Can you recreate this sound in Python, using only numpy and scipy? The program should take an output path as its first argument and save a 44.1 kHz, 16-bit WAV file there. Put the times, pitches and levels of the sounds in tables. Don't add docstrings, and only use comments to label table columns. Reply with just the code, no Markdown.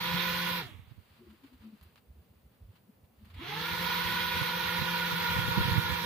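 import sys
import numpy as np
from scipy import signal
from scipy.fft import rfft, irfft, next_fast_len
from scipy.io import wavfile
from scipy.ndimage import uniform_filter1d, map_coordinates

SR = 44100
rng = np.random.default_rng(int(sys.argv[2]) if len(sys.argv) > 2 else 0)


def boost(x):
    u = np.asarray(x, float) / 20
    return 10 ** u


def store_wav(level_fs):
    pcm = np.round(np.clip(np.atleast_2d(level_fs), -1, 1) * 32767)
    wavfile.write(sys.argv[1], SR, pcm.T.astype(np.int16))


N = 267025

OFF_S, ON_S = 0.585, 3.27


def unit(x):
    return x / np.sqrt(np.mean(np.abs(x) ** 2) + 1e-20)


def along(points, hz):
    f, v = np.transpose(points)
    return np.interp(np.log(hz + 1), np.log(f + 1), v)


def curves(rows):
    s, *columns = np.transpose(rows)
    return [np.interp(np.arange(N) / SR, s, column) for column in columns]


def wobble(rate):
    knots = rng.standard_normal(int(N * rate / SR) + 4)
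    return map_coordinates(knots, [np.arange(N) * rate / SR])


def held(rows, rest, ease_s):
    t = np.arange(N) / SR
    steps = rest + sum((value - rest) * ((t >= start) & (t < end)) for start, end, value in rows)
    return uniform_filter1d(steps, size=max(round(ease_s * SR), 1))


def filtered(x, response):
    m = next_fast_len(N + 8192)
    return irfft(rfft(x, m) * response(np.fft.rfftfreq(m, 1 / SR)), m)[..., :N]


def panned(db):
    return boost(np.array([db / 2, -db / 2]))


def noise(spectrum, alike):
    def mid_side(hz):
        turn = np.arccos(np.clip(along(alike, hz), -1, 1)) / 2
        return boost(along(spectrum, hz)) * np.array([np.cos(turn), np.sin(turn)])

    mid, side = filtered(rng.standard_normal((2, N)), mid_side)
    return unit(np.array([mid + side, mid - side]))


def patchy(x, depth_db):
    z = signal.stft(x, nperseg=512)[2]
    field = uniform_filter1d(rng.standard_normal(z.shape[1:]), size=7, axis=0)
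    field = uniform_filter1d(field, size=8, axis=1)
    return unit(signal.istft(z * boost(depth_db * unit(field)), nperseg=512)[1][:, :N])


def add(out, s, burst):
    at = round(s * SR) - burst.shape[-1] // 2
    place = out[..., at:at + burst.shape[-1]]
    place += burst[..., :place.shape[-1]]


def boom(db, hz, length, ragged_db, reach_hz, skew=0):
    t = np.arange(-3000, 3000) / SR
    band = signal.butter(2, [hz, hz + reach_hz], "band", fs=SR, output="sos")
    rag = signal.sosfilt(band, rng.standard_normal(len(t)))
    swell = boost(db - 6.0 * (2 * t / (length * (1 + skew * np.sign(t)))) ** 2)
    return swell * (np.cos(2 * np.pi * hz * t + rng.uniform(0, 7.5)) + boost(ragged_db) * unit(rag))


# (f/Hz, level/dB per Hz)
ROOM = [(18, -39), (30, -27), (81, -8), (225, -10), (293, -18.5), (482, -17), (928, -25), (1270, -29.5),
        (6610, -41.5), (14100, -36), (15700, -25.5)]
# (f/Hz, likeness 0-1)
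ROOM_ALIKE = [(60, 0.79), (180, 0.9), (550, 0.35), (1650, 0.057), (4970, 0.12), (15000, 1)]


def room():
    return boost(-64 + 0.14 * wobble(6.1)) * noise(ROOM, ROOM_ALIKE)


def bump(s, db, hz, length, pan_db, out):
    wood = boom(db + 3.5, hz, length * 0.93, ragged_db=-15.5, reach_hz=91)
    add(out, s, panned(pan_db)[:, None] * wood)


# (t/s, level/dB, length/s)
THUMPS = [(1.122, -61, .022), (1.293, -56.5, 0.043), (1.552, -56, .024), (1.612, -54, 0.017),
          (1.829, -53.5, .026), (1.87, -53.5, 0.028), (2.107, -50, .036), (2.182, -53, 0.053),
          (2.313, -58.5, 0.029), (2.368, -60, 0.026), (2.463, -56.5, .038), (2.623, -49, 0.022),
          (2.652, -51, .04), (2.698, -50, 0.029), (3.042, -56, 0.02), (3.194, -61, .029),
          (3.238, -51, .018), (3.277, -56, 0.022), (3.31, -52, 0.031), (3.353, -47.5, 0.029),
          (3.385, -43, 0.022)]


def thumps():
    out = np.zeros((2, N))
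    for s, db, length in THUMPS:
        hz = 79 * (1 + 0.12 * rng.standard_normal())
        bump(s, db, hz, length, -2, out)
    return out


# (t/s, level/dB, f/Hz, length/s)
JUDDERS = [(1.212, -58, 231, 0.035), (1.229, -57.5, 359, .04), (1.274, -56, 340, 0.02),
           (1.31, -58, 217, .069), (1.34, -62, 328, .022), (1.449, -52, 273, 0.026),
           (1.537, -56.5, 254, 0.035), (1.668, -48, 219, .063), (1.74, -49.5, 215, 0.025),
           (2.895, -56, 209.3, 0.017), (3.227, -57.5, 210, 0.039), (3.266, -56.5, 206, 0.022)]


def judders():
    out = np.zeros((2, N))
    for s, db, hz, length in JUDDERS:
        bump(s, db, hz, length, 3.5, out)
    return out


# (t/s, level/dB, treble level/dB, snap at the front level/dB)
TICKS = [(1.2994, -60, -9, -20), (1.4352, -55, -20, -8), (1.462, -58, -10, -20), (1.5294, -58, -13, -20),
         (1.8123, -61, -12, 8), (1.828, -62, 9, -4), (1.9585, -54, -16, -0.5), (1.974, -54, -20, -20),
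         (2.755, -58, -14, -14), (3.0394, -64, -9, -10), (3.2482, -56, -4, -10), (3.2999, -52, -16, -14),
         (3.34, -46, -18, -20)]
TICK_T60_S, TICK_RISE_S, SNAP_T60_S = 0.065, 0.007, 0.005
# (from t/s, to t/s, level/dB)
RUBS = [
    (.8, 1.15, -69.5),
    (1.15, 1.95, -67),
    (1.95, 2.6, -75.5),
    (2.6, 2.85, -72),
    (2.85, 3.2, -80),
    (3.2, 3.38, -64.5),
]


def ticks_and_scuffs():
    t = np.maximum(np.arange(-3000, 3000), 0) / SR
    mid_colour = [(500, -20.0), (1000, 3.5), (2200, -1), (2800, 0.5), (3500, -3), (4700, -4), (5500, -17.5)]
    mid = noise(mid_colour, [(1000, 0.18)])
    top = noise(HISS, [(1000, 0.98)])
    strikes = np.zeros((2, N))
    for s, db, top_db, snap_db in TICKS:
        fade = boost(db - 2.0 - 60 * t / TICK_T60_S) * (1 - np.exp(-t / TICK_RISE_S))
        snap = boost(db + snap_db - 60 * t / SNAP_T60_S) * (t > 0)
        add(strikes, s, (fade + snap) * np.array([[1], [boost(top_db)]]))
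    scuff = boost(held(RUBS, -100, 0.15) - 2.5 + 2 * wobble(22))
    return (strikes[0] + scuff) * mid + strikes[1] * top


# (t/s, level/dB, f/Hz)
PUFFS_LEFT = [(.67, -56, 114), (5.304, -37, 91), (5.363, -33.5, 97), (5.457, -36, 117), (5.487, -29.5, 124),
              (5.596, -29, 156), (5.609, -27.5, 94), (5.653, -38, 75), (5.693, -29.5, 133),
              (5.733, -33, 117), (5.854, -38.5, 86)]
# (t/s, level/dB, f/Hz)
PUFFS_RIGHT = [(0.148, -33, 155), (.67, -50, 113), (.723, -49, 103), (.752, -46, 91), (.797, -48.5, 103),
               (0.828, -54.5, 91), (0.885, -52.5, 96), (0.919, -47, 123), (.985, -47.5, 95),
               (3.736, -43, 102), (4.06, -40.5, 85), (4.368, -38.5, 86), (4.418, -29, 136.2),
               (4.796, -38, 97), (4.823, -28.5, 153), (5.137, -33, 144), (5.393, -30, 119),
               (5.427, -34, 113), (5.515, -33, 107), (5.58, -20, 172), (5.611, -29, 106), (5.658, -28, 150),
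               (5.685, -28.5, 159), (5.72, -26, 90), (5.764, -24.5, 125), (5.785, -23, 121),
               (5.901, -31.5, 123.2), (5.925, -31, 106)]
EDDY_CYCLES = 2.2


def puffs():
    out = np.zeros((2, N))
    for port, rows in zip(out, (PUFFS_LEFT, PUFFS_RIGHT)):
        for s, db, hz in rows:
            length = EDDY_CYCLES / hz
            blow = boom(db + 6, hz, length * 0.83, ragged_db=-14.5, reach_hz=151, skew=0.63)
            heave = boom(db - 9.0, hz * 0.65, length * 2.2, ragged_db=-5, reach_hz=40)
            add(port, s - 0.004, blow)
            add(port, s, heave)
    return out


def driven(on, off):
    return held([(OFF_S, ON_S, off)], on, 0.035)


FRESH_HZ, TIRED_HZ, SAG_HZ_PER_S = 175.26, 175.3, 1.7
COAST_S, SPIN_UP_S, CREEP_HZ = 0.2, 0.2, 25.02
STARTED_S = 0.4


def speed():
    t = np.arange(N) / SR
    first = FRESH_HZ * np.tanh((t + STARTED_S) / SPIN_UP_S) / (1 + np.maximum(t - OFF_S, 0) / COAST_S)
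    since = np.maximum(t - ON_S, 0)
    second = (TIRED_HZ - SAG_HZ_PER_S * since) * np.tanh(since / SPIN_UP_S)
    return np.maximum(np.maximum(first, second), CREEP_HZ)


def slowing():
    return np.log2(TIRED_HZ / uniform_filter1d(speed(), size=900))


PIECE_S, FIRST_CUT_S = 0.065, 0.035


def spliced(curve):
    t = (np.arange(N) / SR - FIRST_CUT_S) / PIECE_S
    stepped = np.floor(t) + 0.5 + (t % 1 - 0.5) * 0.3
    at = (uniform_filter1d(stepped, size=400) * PIECE_S + FIRST_CUT_S) * SR
    return np.interp(at, np.arange(N), curve)


# (t/s, left later by/ms, left-right level/dB, tone level/dB, whistle level/dB)
AIM = [
    (0, -0.1, -7.5, -3, -10),
    (.15, -0.027, -12, 3, -8.5),
    (.6, 0.07, -9, 1.5, -8.5),
    (3.3, -0.027, -6.5, 1, -6.5),
    (3.8, 0.0044, -10.5, 1.5, -6),
    (4.3, -0.038, -8.5, -2, -4.5),
    (4.75, 0.035, -10.5, 0.5, -4.5),
    (5.2, 0.051, -9.5, -0.5, -3.5),
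    (5.75, 0.093, -9.5, 2.5, -2.5),
    (6.05, 0.077, -11, 1, -6),
]
TONE_DB, TONE_DRIVEN_DB, TONE_COASTING_DB = -44, 14, 8
KNEE_HZ, KNEE_WIDTH_HZ = 128, 2.4
KNEE_DRIVEN_DB, KNEE_COASTING_DB = 9, 11
STILL_HZ = 70


def shaft():
    hz = spliced(speed())
    under_knee = 1 / (1 + np.exp((hz - KNEE_HZ) / KNEE_WIDTH_HZ))
    lost_db = driven(TONE_DRIVEN_DB, TONE_COASTING_DB) * slowing()
    lost_db = lost_db + driven(KNEE_DRIVEN_DB, KNEE_COASTING_DB) * under_knee
    near_db = curves(AIM)[2]
    return hz, TONE_DB + near_db - lost_db - np.maximum(STILL_HZ - hz, 0)


# (multiple of shaft speed, width f/Hz, level/dB, left-right likeness 0-1, loss/dB per octave of slowing)
WAKES = [(2.86, 26.4, -9, 0.62, -21), (5.6, 17.7, 2.5, 0.29, 9), (8.39, 42.4, 1.5, 0.75, 26),
         (10.85, 62, -5.5, 0.78, -1), (13.95, 29, -8.5, 0.84, -3)]
FREE_AIR = 1.016
WAKE_FLOOR_OCT = 0.75


def wakes():
    hz = shaft()[0]
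    turns = 2 * np.pi * np.cumsum(hz * (1 + 0.003 * wobble(7))) / SR
    freed = 2 * np.pi * np.cumsum(hz * held([(0, OFF_S, FREE_AIR - 1)], 0, 0.03)) / SR
    under = np.log2(hz / 174)
    spent = np.maximum(under, -2 * WAKE_FLOOR_OCT - under)
    out = 0
    for k, width_hz, db, alike, loss_db in WAKES:
        re, im = filtered(rng.standard_normal((2, 2, N)), lambda f: 1 / (1 + (f / width_hz) ** 2))
        a, b = re + 1j * im
        pair = np.array([a, alike * a + np.sqrt(1 - alike ** 2) * b])
        carrier = np.exp(1j * k * (turns + freed * (k < 7)))
        size = boost(db + np.minimum(loss_db * under, loss_db * spent))
        out = out + size * np.real(unit(pair) * carrier)
    return out


RUSH_DB, RUSH_DRIVEN_DB, RUSH_COASTING_DB = -34.5, 18.5, 25.5
# (f/Hz, level/dB per Hz)
BUFFET = [(25, -57), (50, -9), (80, 1.5), (130, -2), (200, -0.5), (300, -18), (500, -27)]
# (from t/s, to t/s, extra wash level/dB)
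BLOWN = [
    (5.35, 5.5, 3.5),
    (5.58, 5.83, 5.5),
    (5.83, 6, 3),
]


def wash(rush_db):
    lumps = boost(2.33 * np.array([wobble(22), wobble(22.16)]))
    rumble = boost([[-17], [-11]]) * unit(lumps * noise(BUFFET, [(80, 0.89)]))
    return boost(0.88 * rush_db - 4 + held(BLOWN, 0.34, 0.087)) * rumble


# (f/Hz, level/dB per Hz)
RUSH = [(150, -20), (260, -26.5), (450, -17.5), (620, -30.5), (900, -9.5), (1200, -14), (1900, -14),
        (3800, -11.5), (4700, -18.5), (6000, -24), (7500, -40.5), (9000, -56)]
# (f/Hz, likeness 0-1)
RUSH_ALIKE = [(200, 0.83), (600, 0.16), (1200, 0.23), (3000, 0.45), (6000, 0.067), (12000, 0.53)]
# (f/Hz, level/dB per Hz)
HISS = [(5000, -33), (6500, -8), (8000, -16), (10300, -6.5), (13000, 1), (15000, 2), (16000, -8.5)]
# (f/Hz, width f/Hz, lift level/dB)
FRAME = [(1120, 33, 6), (1300, 60, 5), (2120, 520, 5.5), (2754, 25, 6.5), (3330, 124, 7), (3740, 250, 3),
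         (4280, 370, 3.5)]
# (f/Hz, left-right level/dB)
TILT = [(60, 1), (150, 19.5), (380, -3.5), (950, 0), (2380, -1), (5980, -2.5), (15000, 5.5)]
HISS_DB, HISS_DRIVEN_DB, HISS_COASTING_DB = -11, 22, 16


def airflow():
    lag_ms, pan_db, _, wake_db = curves(AIM)
    rush_db = RUSH_DB - driven(RUSH_DRIVEN_DB, RUSH_COASTING_DB) * slowing()
    hiss_db = HISS_DB - driven(HISS_DRIVEN_DB, HISS_COASTING_DB) * slowing()
    gust_db = 0.9 * wobble(9)

    def frame(hz):
        return boost(sum(db / (1 + (2 * (hz - centre) / width) ** 2) for centre, width, db in FRAME))

    rush = filtered(patchy(noise(RUSH, RUSH_ALIKE), depth_db=1.0), frame)
    body = boost(-3.0 + 0.23 * wobble(30)) * rush + boost(wake_db + 1.0) * wakes()

    bright = np.clip((shaft()[0] - 95) / 55, 0.15, 1)
    dull = filtered(body, lambda hz: 1 / (1 + (hz / 3900) ** 8))
    body = dull + bright * (body - dull)

    shift = lag_ms * SR / 2000
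    left = map_coordinates(body[0], [np.arange(N) - shift])
    right = map_coordinates(body[1], [np.arange(N) + shift])
    body = np.array([left, right])

    hiss = boost(hiss_db) * patchy(noise(HISS, RUSH_ALIKE), depth_db=2.5)
    air = filtered(panned(pan_db + 6.0) * body + hiss, lambda hz: panned(along(TILT, hz)))
    return boost(rush_db + gust_db) * air + wash(rush_db)


# (multiple of shaft speed, level/dB)
ORDERS_DB = [(1, 0), (2, -13), (3, -12), (4, -25), (5, -14), (6, -7), (7, -18), (10, -8), (11, -16),
             (14, -16)]


def motor():
    hz, tone_db = shaft()
    turns = 2 * np.pi * np.cumsum(hz * (1 + 0.0008 * wobble(14))) / SR
    slack_db = 7 * np.minimum(np.log2(hz / 168), 0)
    lead = np.array([[0.15], [-0.15]])
    out = 0
    for k, db in ORDERS_DB:
        size = boost(db + (k - 1) * slack_db + 2.0 * wobble(18))
        tone = np.sin(k * turns + lead + rng.uniform(0, 5.82))
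        out = out + size * panned(4.1 + 3.1 * wobble(2.15)) * tone
    return np.sqrt(2) * boost(tone_db) * out


def scene():
    hands = thumps() + judders() + ticks_and_scuffs()
    return room() + hands + puffs() + airflow() + motor()


# (f/Hz, share of cells dropped 0-1)
STARVED = [(5200, 0.0014), (6300, 0.17), (7500, 0.46), (9500, 0.25), (11000, 0.014), (14000, .02)]


def starved(x):
    hz, _, z = signal.stft(x, SR, nperseg=1024)
    cells = rng.random((len(hz) // 7 + 1, z.shape[2] // 3 + 1))
    cells = cells.repeat(7, axis=0).repeat(3, axis=1)[:len(hz), :z.shape[2]]
    loud = np.sqrt((np.abs(z) ** 2).sum(axis=(0, 1))) > boost(-46)
    share = along(STARVED, hz)[:, None] * np.where(loud, 1, 0.06)
    return signal.istft(z * (cells >= share), SR, nperseg=1024)[1][:, :N]


def band_limit(x):
    return signal.sosfilt(signal.butter(12, 16800, fs=SR, output="sos"), x)


def record(dry):
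    fade = np.clip(np.arange(N) / SR / 0.011, 0, 1)
    kept = filtered(dry * fade, lambda hz: (hz < 15530) / np.sqrt(1 + (44 / (hz + 1)) ** 6))
    return band_limit(starved(kept))


dry = scene()
out = record(dry)
store_wav(out)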